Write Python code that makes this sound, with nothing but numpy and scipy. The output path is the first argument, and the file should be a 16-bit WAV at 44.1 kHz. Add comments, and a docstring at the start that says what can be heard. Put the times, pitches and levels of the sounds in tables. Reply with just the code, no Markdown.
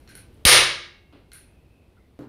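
"""Faint two-part clicks over a low room rumble, then the loud slap of a thick game piece on a board.
The piece lands on its edge, then flat; its crack and the table's thump set the bare room ringing.
The recorder's limiter holds the first tenth of a second of the slap flat.
Two dull knocks on the furniture, more clicks and a few thin squeaks follow."""
import sys
import numpy as np
from scipy import signal
from scipy.fft import rfft, irfft
from scipy.io import wavfile
from scipy.ndimage import uniform_filter1d, minimum_filter1d

SR = 44100
rng = np.random.default_rng(int(sys.argv[2]) if len(sys.argv) > 2 else 0)


def dump(signal):
    """Clip the signal to [-1, 1] and save it as 16-bit WAV at the path in sys.argv[1]."""
    limited = np.clip(np.atleast_2d(signal).T, -1, 1)
    pcm = np.round(limited * 32767).astype(np.int16)
    wavfile.write(sys.argv[1], SR, pcm)


N = 100900
T = np.arange(N) / SR


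def from_db(db):
    """Decibels to gain."""
    return 10 ** (np.asarray(db) / 20)


def per_bin(points):
    """Interpolate (f/Hz, value) rows onto the FFT bins, in log frequency."""
    hz, value = np.transpose(points)
    return np.interp(np.log(np.fft.rfftfreq(N, 1 / SR) + 1e-3), np.log(hz), value)


def noise(spectrum):
    """Coloured noise, rms 1; spectrum levels are relative."""
    x = irfft(rfft(rng.standard_normal(N)) * from_db(per_bin(spectrum)), N)
    return x / x.std()


def fade(t60_s):
    """Exponential decay."""
    return np.exp(-np.log(1000) * T / t60_s)


def steepen(db_per_s2=33):
    """Extra loss on top of t60: the tail fades ever faster, as under a recorder's noise suppressor."""
    return from_db(-db_per_s2 * T ** 2)


def at(start_s, x):
    """Delay x to start_s."""
    return np.concatenate([np.zeros(int(start_s * SR)), x])[:N]


def ring(modes):
    """Struck modes as decaying sines."""
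    return sum(from_db(db) * fade(t60_s) * np.sin(2 * np.pi * hz * T) for hz, db, t60_s in modes)


def echo(spectrum, t60_scale=1, build_s=0.014, bands=12):
    """Dense room reflections build up, then each band dies at its own rate."""
    # room decay: f/Hz, t60/s
    room_t60 = [(100, 0.78), (500, 0.61), (2200, 0.66), (4000, 0.62), (6500, .5), (9500, 0.38),
                (12000, 0.29), (15000, .3)]
    bins = rfft(noise(spectrum))
    bin_t60_s = t60_scale * per_bin(room_t60)
    steps_s = np.geomspace(bin_t60_s.min(), bin_t60_s.max(), bands)
    tail = sum(irfft(bins * np.interp(bin_t60_s, steps_s, share), N) * fade(t60_s)
               for t60_s, share in zip(steps_s, np.eye(bands)))
    return tail * (1 - np.exp(-T / build_s)) * steepen()


def blow(spectrum, t60_s, echo_db, echo_scale):
    """A short burst of crowded modes plus its echo."""
    return noise(spectrum) * fade(t60_s) + from_db(echo_db) * echo(spectrum, echo_scale)


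def rumble():
    """Low room rumble with a little hiss, easing off."""
    # rumble spectrum: f/Hz, level/dB
    spectrum = [(25, -11), (62, 2.5), (100, -3), (180, -9.5), (350, -11), (600, -19), (1100, -27.5),
                (1700, -32), (2500, -31), (4200, -35.5), (7000, -46), (9500, -41), (15000, -45.5)]
    # rumble envelope: t/s, level/dB
    envelope = [(0, -51.5), (0.42, -50.5), (0.9, -57), (1.5, -55), (2.29, -56.5)]
    return from_db(np.interp(T, *np.transpose(envelope))) * noise(spectrum)


def clicks(ring_db=-6.5):
    """Small hard clicks: a hollow, ringing body and a bright snap."""
    # clicks: t/s, body level/dB, snap level/dB, echo t60/room t60
    hits = [(0.001, -62, -63.5, .7), (0.076, -48, -63, .7), (0.091, -49.5, -49, .7),
            (0.153, -46, -38.5, .55), (0.176, -52, -43.5, .55), (0.343, -71.5, -62, .4),
            (1.318, -46, -55, .8), (1.333, -58.5, -40, .95)]
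    # body spectrum: f/Hz, level/dB
    body_spectrum = [(600, -21), (1250, -9), (1550, 3.5), (1780, -5.5), (2080, -1.5), (2400, -2),
                     (2850, -4.5), (3500, -9), (4300, -2), (4950, -13.5), (5600, -8.5), (8000, -18),
                     (15000, -28)]
    # snap spectrum: f/Hz, level/dB
    snap_spectrum = [(5000, -32), (8200, -23), (9100, -2.5), (10100, -0.5), (10900, -8.5), (12300, -10.5),
                     (15500, -26)]
    # hollow ring: f/Hz, level/dB, t60/s
    modes = [(1520, -8.5, .4), (1596, -5.5, .35), (2110, -6.5, .3), (4200, -7.5, 0.22), (5528, -13, 0.27)]
    out = 0
    for start_s, body_db, snap_db, echo_scale in hits:
        decay = dict(t60_s=0.019, echo_db=-3.5, echo_scale=echo_scale)
        body = blow(body_spectrum, **decay) + from_db(ring_db) * ring(modes)
        snap = blow(snap_spectrum, **decay)
        out += at(start_s, from_db(body_db) * body + from_db(snap_db) * snap)
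    return out


def slap(thump_start_s=0.454, low_cut_hz=41, mid_db=-15.5, high_db=-12.5, rise_s=0.029, echo_db=3):
    """The piece cracks down, the table thumps, board and room ring on."""
    # contacts, edge first, then flat: t/s, level/dB
    contacts = [(0.4518, 2), (0.4530, 5.5), (0.4536, 4.5)]
    # crack spectrum: f/Hz, level/dB
    crack_spectrum = [(100, -9), (400, -3.5), (1200, -11), (2000, -5.5), (3800, 8), (6000, -8),
                      (7800, -17.5), (9400, 5.5), (11500, -10.5), (15500, -8)]
    # spectrum of its echo: f/Hz, level/dB
    echo_spectrum = [(60, -15.5), (110, -17), (165, -24.5), (280, -17.5), (380, -9.5), (540, -4.5),
                     (740, -9.5), (1000, -9), (1300, -3), (1480, -6), (1750, -2), (2200, 2), (2390, -4),
                     (2650, -1), (3800, -1), (5600, -3.5), (6900, -8.5), (7800, -16.5), (9000, 3),
                     (9800, 1), (12000, -8), (15500, -20)]
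    # table heaving under the hand: f/Hz, level/dB, t60/s
    table_modes = [(58, -1.5, .055), (81, -1.5, 0.029), (219, -3.5, 0.022)]
    # board and room tones, mid range: f/Hz, level/dB, t60/s
    mid_modes = [(495, 0, 0.52), (565, -8, 0.68), (802, -8, 0.51), (883, -8, 0.61), (964, -7, 0.56),
                 (1028, -5, 0.58), (1141, -6, 0.54), (1206, -1, 0.67), (1378, -6, 0.56), (1470, -12, 0.71)]
    # board and room tones, treble: f/Hz, level/dB, t60/s
    high_modes = [(1647, -9, 0.84), (1793, 0, 0.53), (2239, -6, 0.83), (2541, -5, 0.65), (2767, 0, 0.5),
                  (2864, -5, 0.69), (3112, -5, 0.47), (3461, -2, 0.57), (3806, -2, 0.6), (3844, -9, 0.8),
                  (3898, -4, 0.6), (4371, -1, 0.44), (4834, -4, 0.46), (5001, -4, 0.54), (5443, -1, 0.37),
                  (5593, -3, 0.47), (5809, -10, 0.54), (5959, -10, 0.51)]
    # low room booms and long rings: f/Hz, level/dB, t60/s
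    slow_modes = [(127.2, -23, 0.62), (351, -26, .75), (2145, -45.5, 1.26), (2160, -45.5, 1.5),
                  (2740, -45, 1.4)]
    crack = sum(at(start_s, from_db(db) * noise(crack_spectrum) * fade(t60_s=0.015))
                for start_s, db in contacts)
    low_cut = signal.butter(2, low_cut_hz, "high", fs=SR, output="sos")
    thump = signal.sosfilt(low_cut, ring(table_modes))
    tones = from_db(mid_db) * ring(mid_modes) + from_db(high_db) * ring(high_modes)
    tones = tones * steepen() + ring(slow_modes)
    room = tones * (1 - np.exp(-T / rise_s)) + from_db(echo_db) * echo(echo_spectrum)
    return crack + at(thump_start_s, thump) + at(contacts[0][0], room)


def knocks():
    """Dull knocks on furniture: a soft tap over a thud and a low wooden ring."""
    # knocks: t/s, thud level/dB, ring level/dB, tap level/dB, tap cutoff/Hz
    hits = [(1.126, -53, -55, -51.5, 3800), (2.191, -40.5, -37.5, -58, 9000)]
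    # thud spectrum: f/Hz, level/dB
    thud_spectrum = [(50, -36), (130, -6.5), (300, 0), (500, -9), (750, -15), (1500, -20.5), (3000, -42.5)]
    # tap spectrum: f/Hz, level/dB
    tap_spectrum = [(300, 9), (1800, -5), (2800, -1), (4400, -4), (6000, -17), (7800, -39), (9300, -30),
                    (14000, -43)]
    # wooden ring: f/Hz, level/dB, t60/s
    modes = [(126.6, -8, 0.8), (293.4, 0.5, 0.32), (405, -9.5, 0.62), (520, -11.5, 0.44)]
    decay = dict(t60_s=0.069, echo_db=1, echo_scale=0.79)
    out = 0
    for start_s, thud_db, ring_db, tap_db, cutoff_hz in hits:
        lowpass = signal.butter(2, cutoff_hz, fs=SR, output="sos")
        tap = from_db(tap_db) * signal.sosfilt(lowpass, blow(tap_spectrum, **decay))
        thud = from_db(thud_db) * blow(thud_spectrum, **decay)
        out += at(start_s, tap + thud + from_db(ring_db) * ring(modes))
    return out


def squeaks(width_hz=180):
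    """Thin, wavering tones: narrow-band noise that swells and fades."""
    # squeaks: peak t/s, swell half-width/s, f/Hz, level/dB
    swells = [(1.508, 0.28, 2510, -73.5), (1.773, 0.26, 2564, -73), (1.977, 0.029, 1380, -67),
              (2.02, 0.075, 2040, -71.5)]
    out = 0
    for peak_s, half_width_s, hz, db in swells:
        band = signal.butter(2, [hz - width_hz / 2, hz + width_hz / 2], "band", fs=SR, output="sos")
        tone = signal.sosfilt(band, rng.standard_normal(N))
        swell = np.exp(-2 * ((T - peak_s) / half_width_s) ** 2)
        out += from_db(db) * swell * tone / tone.std()
    return out


def scene():
    """All sources at one microphone."""
    return (rumble() + clicks() + slap() + knocks() + squeaks())[None]


def record(dry):
    """Fast look-ahead limiter, then a steep treble cut."""
    ceiling, release_db_per_s, window_s, stopband_hz = 0.94, 165, 0.0005, 16200
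    window = int(window_s * SR)
    over_db = 20 * np.log10(np.maximum(np.abs(dry[0]) / ceiling, 1))
    release_db = release_db_per_s * T
    reduction_db = np.maximum.accumulate(over_db + release_db) - release_db
    # centred windows: gain drops just ahead of a peak
    gain = uniform_filter1d(minimum_filter1d(from_db(-reduction_db), window), window)
    lowpass = signal.cheby2(20, 80, stopband_hz, fs=SR, output="sos")
    return signal.sosfilt(lowpass, dry * gain)


dry = scene()
out = record(dry)
dump(out)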